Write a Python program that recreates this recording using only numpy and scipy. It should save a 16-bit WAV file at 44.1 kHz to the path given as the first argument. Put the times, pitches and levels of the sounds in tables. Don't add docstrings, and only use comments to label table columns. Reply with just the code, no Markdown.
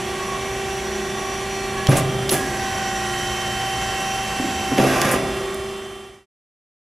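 import sys
import numpy as np
from scipy import signal
from scipy.fft import rfft, irfft
from scipy.io import wavfile
from scipy.ndimage import uniform_filter1d, map_coordinates

SR = 44100
rng = np.random.default_rng(int(sys.argv[2]) if len(sys.argv) > 2 else 0)


def wav_out(sig):
    wavfile.write(sys.argv[1], SR, np.round(np.clip(np.atleast_2d(sig).T, -1, 1) * 32767).astype(np.int16))


N = 304290
TIME_S = np.arange(N) / SR
FREQ_HZ = np.maximum(np.arange(N // 2 + 1) * SR / N, 1)

# vane_order, relative_db
LOWER_WHINE = [(1, 2), (2, 0), (3, -8.5), (4, -17.5), (5, -13.5), (6, -8.5), (7, -14), (8, -15), (9, -14.5),
               (10, -31.5), (11, -14.5), (12, -23), (13, -25), (14, -23.5), (15, -13), (16, -22),
               (17, -27.5), (18, -19), (19, -28.5), (20, -28.5), (21, -22), (22, -37), (23, -34), (24, -33)]
LIFT_WHINE = [(1, -6.5), (2, 4), (3, -14.5), (4, -10.5), (5, -5.5), (6, -19.5), (7, -7.5), (8, -4.5),
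              (9, -27), (10, -18.5), (11, -26.5), (12, -18.5), (13, -27), (14, -18), (15, -10), (16, -20),
              (17, -29), (18, -29), (19, -14), (20, -18.5), (21, -26.5), (22, -31), (23, -22.5), (24, -26),
              (25, -32), (26, -19)]
IDLE_WHINE = [(1, 3.5), (2, -6.5), (3, -11), (5, -19.5), (6, -17), (7, -13.5), (8, -10), (9, -15),
              (11, -24.5), (13, -19), (21, -25)]
STALL_WHINE = [(2, -1.5), (3, -4.5), (5, -4), (7, -7.5), (9, -9.5), (10, -22.5), (14, -18), (18, -23.5)]
# vane_order, travel_fraction, spread_fraction, gain_db
COLUMN_SWELLS = [(5, 0.7, 0.17, -10.5), (7, 0.28, 0.14, -17), (7, 0.8, .25, 4.5), (8, 0.01, 0.11, -16.5),
                 (8, .35, 0.34, 2.5)]
# shaft_order (rounded in use), unloaded_db, lifting_db
ROTOR_TONES = [(7, -40.5, -40.5), (21, -45, -47.5), (25, -45.5, -51.5), (32, -67.5, -61.5),
               (36, -58, -41.5), (61, -65, -53), (63.07, -49, -40.5), (64, -46.5, -44.5), (68.1, -56, -47),
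               (97.5, -55.5, -60)]
# pitch_hz, level_db
HUM_TONES = [(120, -43.5), (360.3, -36.5), (480, -53)]
# freq_hz, density_db
FREE_SPECTRUM = [(15, -80), (60, -54), (90, -62.5), (200, -61), (430, -67.5), (780, -62), (900, -68),
                 (1100, -65), (2700, -70.5), (3300, -71), (3900, -78), (5800, -76), (11300, -81),
                 (15000, -104)]
LOADED_SPECTRUM = [(15, -77), (60, -54.5), (90, -58.5), (200, -61.5), (430, -67), (780, -60.5),
                   (900, -67.5), (1100, -64), (1900, -66), (3000, -69), (3900, -74.5), (5800, -72.5),
                   (11700, -80), (15000, -100)]
RELIEF_SPECTRUM = [(70, -61.5), (130, -53.5), (220, -50.5), (520, -56), (780, -46.5), (900, -56),
                   (1100, -58.5), (2000, -57), (3100, -60.5), (4100, -65.5), (5800, -65.5), (8500, -72.5),
                   (11200, -68.5), (15000, -91.5)]
# centre_hz, width_hz, gain_db
PIPE_RESONANCES = [(1094, 99, 6), (1278, 140, -9.5), (1595, 180, 3), (2370, 200, -3), (2607, 160, 5.5),
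                   (5540, 130, 11), (5580, 100, -6.5), (5950, 150, 7), (6420, 330, -4.5), (6530, 120, 10.5),
                   (7100, 300, -3.5), (8060, 200, 0.5), (9080, 760, -5.5), (11750, 500, -2)]
RELIEF_RESONANCES = [(530, 64, 11.5), (930, 90, -4.5), (1047, 32, 18), (1168, 40, 4), (1193, 48, 12),
                     (1620, 220, 11.5), (1750, 120, -9.5), (2400, 50, 2), (4050, 300, -6.5),
                     (4460, 300, -4.5), (6750, 450, 5), (7300, 500, -6.5), (11500, 640, 3.5),
                     (14400, 900, 1.5)]
# open_s, close_s, level_db
RELIEF_OPENINGS = [(1.884, 1.978, -4.5), (2.306, 2.351, -4), (4.764, 5.145, -4)]
# start_s, thud_db, ring_db, centre_hz, spread_octaves
FRAME_BLOWS = [(1.887, -10, -0.5, 127.6, 1.13), (1.925, -28, -6, 640, 0.51),
               (2.316, -25.5, -9.5, 323, 0.79), (4.399, -11.5, -16.5, 261, 0.61),
               (4.444, -17, -27.5, 330, 0.88), (4.716, -15, -10.5, 262, 0.77),
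               (4.783, -6.5, -0.5, 410, 1.23), (4.798, -11, -5.5, 262, 0.69), (4.845, -9, -13, 499, 0.63),
               (5.055, -19, -12, 163.5, 0.93), (5.137, -20.5, -12, 338, 1.2)]
# mode_hz, level_db, t60_s
FRAME_MODES = [(65, -26.5, 0.199), (112, -16.5, 0.24), (132.6, -12, 0.55), (139, -14, 0.18),
               (161, -22, 0.34), (194, -14, 0.24), (231, -18, 0.39), (263, -16, 0.64), (292.5, -15, .3),
               (338, -16.5, 0.26), (377, -12, 0.24), (413, -23, .3), (515, -22.5, 1), (566.5, -17.5, 0.37),
               (652, -18.5, 0.61), (770, -22, 0.73)]
# start_s, level_db, t60_s, centre_hz, width_hz
VALVE_CLICKS = [(1.87, -3, 0.0071, 3270, 4190), (2.292, -12.5, 0.041, 4000, 5000),
                (4.781, -8, 0.0076, 2200, 4000), (5.016, -1, 0.01, 3800, 6000),
                (5.544, -18, 0.015, 9700, 4000)]
SPOOL_SPURTS = [(1.888, -26, 0.18, 10640, 800), (1.966, -18, 0.12, 8600, 4500),
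                (2.306, -18, 0.22, 10700, 1800), (2.313, -25.5, 0.39, 7500, 6000),
                (5.111, -18.5, 0.12, 9650, 4000)]
# peak_s, half_length_s, pitch_hz, level_db
THROAT_NOTES = [(0.303, 0.14, 1110, -31.5), (1.248, .13, 1112, -35.5), (1.804, .1, 1114, -33.5),
                (1.81, 0.044, 1690, -34), (5.606, 0.54, 1100, -41)]
# time_s, gain
FADE_OUT = [(0, 1), (5.3, 1), (6.26, 0)]

LOWER_END_S, LIFT_START_S, LIFT_END_S, STROKE_S = 2.0, 2.34, 5.14, 2.8
LOWER_RELEASE_S, LIFT_ATTACK_S, LIFT_RELEASE_S = 0.11, 0.1187, 0.03
RELIEF_ATTACK_S, RELIEF_RELEASE_S = 0.011, 0.031
STALL_BUILD_S, STALL_DRAIN_S = 0.085, 0.0343
VANES, IDLE_VANE_HZ = 13, 389
LOWER_SAG_HZ, LIFT_SAG_HZ, STALL_SAG_HZ = 0.7, 2.4, 5.5
LOWER_DB, LIFT_DB, IDLE_DB, STALL_DB = -34, -34, -31, -32
HISS_DB, IDLE_HISS_DB, STALL_HISS_DB = -1, -0.9, -1
SQUEAL_START_HZ, SQUEAL_END_HZ, SQUEAL_SINK_S = 1710, 1370, 0.4
SQUEAL_DB, SQUEAL_FADE_DB_PER_S, SQUEAL_SURGE_DB, SQUEAL_SURGE_S = -38.5, 3, 12, 0.1
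FLUTTER_HZ, LOWPASS_HZ = 22, 15500


def pump(turns, lower, lift, bypass, stall):
    travel = np.clip((TIME_S - LIFT_START_S) / STROKE_S, 0, 1)
    swell_db, gains = {}, {}
    for order, centre, spread, db in COLUMN_SWELLS:
        swell_db[order] = swell_db.get(order, 0) + db * bell(travel, centre, spread) * lift * (1 - stall)
    paths = ((LOWER_WHINE, LOWER_DB, lower * (1 - stall)), (LIFT_WHINE, LIFT_DB, lift * (1 - stall)),
             (STALL_WHINE, STALL_DB, stall), (IDLE_WHINE, IDLE_DB, bypass))
    for table, path_db, share in paths:
        for order, relative_db in table:
            gains[order] = gains.get(order, 0) + share * undb(path_db + relative_db)
    whine = sum(gain * undb(swell_db.get(order, 0))
                * tone(order * VANES * turns, waver=0.15 * order ** 0.32, rate_hz=2.6)
                for order, gain in gains.items())
    rotor = sum(undb(free_db + lift * (lift_db - free_db))
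                * tone(round(order) * turns, waver=0.25, rate_hz=1.6)
                for order, free_db, lift_db in ROTOR_TONES)
    hum = sum(undb(db) * tone(hz * TIME_S, waver=0.44, rate_hz=1.9) for hz, db in HUM_TONES)
    return whine + rotor + hum


def oil_flow(turns, lift, bypass, stall):
    plating = plating_gain(spread_db=4.0, width_hz=40)
    pipes = resonance_gain(PIPE_RESONANCES)
    free = shaped(churn(turns, repeat=0.17, throb=0.12), plating * colour(FREE_SPECTRUM))
    loaded = shaped(churn(turns, repeat=0.14, throb=0.15), plating * pipes * colour(LOADED_SPECTRUM))
    free = bypass * free + (1 - bypass) * shaped(free, pipes)
    flow = np.sqrt(1 - lift) * free + np.sqrt(lift) * loaded
    hiss = shaped(flow, highpass(1500))
    hiss_db = HISS_DB + IDLE_HISS_DB * bypass + STALL_HISS_DB * stall
    return flow + (undb(hiss_db) - 1) * hiss


def churn(turns, repeat, throb):
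    turn_samples = int(SR / turns[-1] * TIME_S[-1])
    pattern = rng.standard_normal(turn_samples)
    rattle = unit(map_coordinates(pattern, [turns % 1 * turn_samples], order=3, mode="grid-wrap"))
    share = repeat * highpass(600) / (1 + (FREQ_HZ / 7000) ** 2)
    noise = shaped(rattle, np.sqrt(share)) + shaped(rng.standard_normal(N), np.sqrt(1 - share))
    flutter_rad = 2 * np.pi * FLUTTER_HZ * TIME_S
    flutter = 0.048 * np.sin(flutter_rad) + 0.051 * np.sin(2 * flutter_rad)
    return noise * (1 + throb * np.cos(2 * np.pi * VANES * turns) + flutter) * undb(0.17 * drift(26))


def relief_valve(turns, stall):
    turbulence = churn(turns, repeat=0.1, throb=0.13) * undb(1.2 * drift(120))
    jet = shaped(turbulence, plating_gain(spread_db=3.0, width_hz=38) * colour(RELIEF_SPECTRUM))
    return (1 - stall) * jet + stall * shaped(jet, resonance_gain(RELIEF_RESONANCES))


def frame_knocks():
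    out, age_s = np.zeros(N), TIME_S[:SR]
    mode_hz, mode_db, mode_t60_s = np.transpose(FRAME_MODES)[:, :, None]
    for start_s, thud_db, ring_db, centre_hz, octaves in FRAME_BLOWS:
        thud = np.sin(2 * np.pi * centre_hz * (TIME_S - start_s))
        out += undb(thud_db) * decay(start_s, t60_s=24 / centre_hz, rise_s=0.00051) * thud
        force = undb(ring_db + mode_db) * np.exp(-0.5 * (np.log2(mode_hz / centre_hz) / octaves) ** 2)
        detune, polarity = rng.standard_normal((2, len(FRAME_MODES), 1))
        modes = np.sign(polarity) * force * np.sin(2 * np.pi * mode_hz * (1 + 0.0026 * detune) * age_s)
        ring = np.sum(modes * np.exp(-np.log(1000) * age_s / mode_t60_s), axis=0)
        start = int(start_s * SR)
        out[start:start + SR] += ring * (1 - np.exp(-age_s / 0.0033))
        chatter = band(centre_hz=557, width_hz=620)
        out += undb(ring_db - 14) * decay(start_s, t60_s=0.1, rise_s=0.00065) * chatter
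    return out


def solenoid_valves():
    clicks = sum(undb(db) * decay(start_s, t60_s, rise_s=0.00098) * band(hz, width_hz)
                 for start_s, db, t60_s, hz, width_hz in VALVE_CLICKS)
    spurts = sum(undb(db) * decay(start_s, t60_s, rise_s=0.0033) * band(hz, width_hz)
                 for start_s, db, t60_s, hz, width_hz in SPOOL_SPURTS)
    return clicks + spurts * undb(2 * drift(400))


def throat_whistles(lift):
    notes = [(hz, undb(db) * bell(TIME_S, peak_s, half_s)) for peak_s, half_s, hz, db in THROAT_NOTES]
    age_s = np.maximum(TIME_S - LIFT_START_S, 0)
    squeal_hz = SQUEAL_END_HZ + (SQUEAL_START_HZ - SQUEAL_END_HZ) * np.exp(-age_s / SQUEAL_SINK_S)
    surge_db = SQUEAL_SURGE_DB * np.exp(-age_s / SQUEAL_SURGE_S)
    squeal_db = SQUEAL_DB - SQUEAL_FADE_DB_PER_S * age_s + surge_db
    gate = held(LIFT_START_S, LIFT_END_S, RELIEF_ATTACK_S, LIFT_RELEASE_S)
    notes.append((squeal_hz, undb(squeal_db) * gate))
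    jitter = 0.002 + 0.022 * lift
    return sum(gain * tone(np.cumsum(hz * (1 + jitter * drift(70))) / SR, waver=0.21, rate_hz=29)
               for hz, gain in notes)


def hall(x, t60_s, damp_hz):
    noise = shaped(rng.standard_normal(N), 1 / np.sqrt(1 + (FREQ_HZ / damp_hz) ** 2))
    tail = noise * decay(0.0071, t60_s, rise_s=0.0054)
    return signal.fftconvolve(x, tail)[:N] / np.sqrt(np.sum(decay(0.012, t60_s, rise_s=0.0091) ** 2))


def circuit():
    lift = held(LIFT_START_S, LIFT_END_S, LIFT_ATTACK_S, LIFT_RELEASE_S)
    lower = (1 - lift) * np.exp(-np.maximum(TIME_S - LOWER_END_S, 0) / LOWER_RELEASE_S)
    stall = sum(held(open_s, close_s, STALL_BUILD_S, STALL_DRAIN_S)
                for open_s, close_s, _ in RELIEF_OPENINGS)
    opening = sum(undb(db) * held(open_s, close_s, RELIEF_ATTACK_S, RELIEF_RELEASE_S)
                  for open_s, close_s, db in RELIEF_OPENINGS)
    return lower, lift, 1 - lower - lift, np.clip(stall, 0, 1), opening


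def plating_gain(spread_db, width_hz):
    ripple = unit(uniform_filter1d(rng.standard_normal(len(FREQ_HZ)), int(width_hz * N / SR) + 1))
    return undb(spread_db * ripple * highpass(1500))


def resonance_gain(table):
    return undb(sum(db / (1 + (2 * (FREQ_HZ - hz) / width_hz) ** 2) for hz, width_hz, db in table))


def colour(spectrum):
    hz, db = np.transpose(spectrum)
    return undb(np.interp(np.log(FREQ_HZ), np.log(hz), db)) * np.sqrt(SR / 2)


def tone(cycles, waver, rate_hz):
    angle = 2 * np.pi * (cycles + rng.random())
    wave = (1 + waver * drift(rate_hz)) * np.sin(angle) + waver * drift(rate_hz) * np.cos(angle)
    return np.sqrt(2 / (1 + 2 * waver ** 2)) * wave


def band(centre_hz, width_hz):
    offset_hz = FREQ_HZ - centre_hz ** 2 / FREQ_HZ
    return unit(shaped(rng.standard_normal(N), 1 / (1 + (offset_hz / width_hz) ** 2)))


def drift(rate_hz):
    return unit(shaped(rng.standard_normal(N), np.exp(-(FREQ_HZ / rate_hz) ** 2)))


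def decay(start_s, t60_s, rise_s):
    age_s = np.maximum(TIME_S - start_s, 0)
    return (1 - np.exp(-age_s / rise_s)) * np.exp(-np.log(1000) * age_s / t60_s)


def held(start_s, end_s, attack_s, release_s):
    attack = 1 - np.exp(-(np.clip(TIME_S, start_s, end_s) - start_s) / attack_s)
    return attack * np.exp(-np.maximum(TIME_S - end_s, 0) / release_s)


def bell(x, centre, spread):
    return np.exp(-((x - centre) / spread) ** 2)


def highpass(corner_hz):
    return 1 / (1 + (corner_hz / FREQ_HZ) ** 2)


def shaped(x, gain):
    return irfft(rfft(x) * gain, N)


def unit(x):
    return x / np.sqrt(np.mean(x ** 2))


def undb(db):
    return 10 ** (np.asarray(db) / 20)


def scene():
    lower, lift, bypass, stall, opening = circuit()
    vane_hz = IDLE_VANE_HZ - LOWER_SAG_HZ * lower - LIFT_SAG_HZ * lift - STALL_SAG_HZ * stall
    turns = np.cumsum(vane_hz * (1 + 0.0001 * drift(7.9))) / SR / VANES
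    flow = oil_flow(turns, lift, bypass, stall)
    bursts = opening * relief_valve(turns, stall) + solenoid_valves() + frame_knocks()
    noises = flow + bursts + hall(bursts, t60_s=1.7, damp_hz=1400) * undb(-4.0)
    mid = pump(turns, lower, lift, bypass, stall) + throat_whistles(lift) + noises
    treble = highpass(350)
    reflections = shaped(hall(noises, t60_s=0.1, damp_hz=15870), undb(-30.5) + undb(-16) * treble)
    side = reflections - shaped(mid, 0.11 * treble / (1 + (FREQ_HZ / 11000) ** 4))
    return np.array([mid + side, mid - side])


def record(dry):
    rounded = np.tanh(0.9 * dry) / 0.9
    fade = np.interp(TIME_S, *np.transpose(FADE_OUT))
    return signal.sosfilt(signal.ellip(8, 0.2, 70, LOWPASS_HZ, fs=SR, output="sos"), rounded * fade)


dry = scene()
out = record(dry)
wav_out(out)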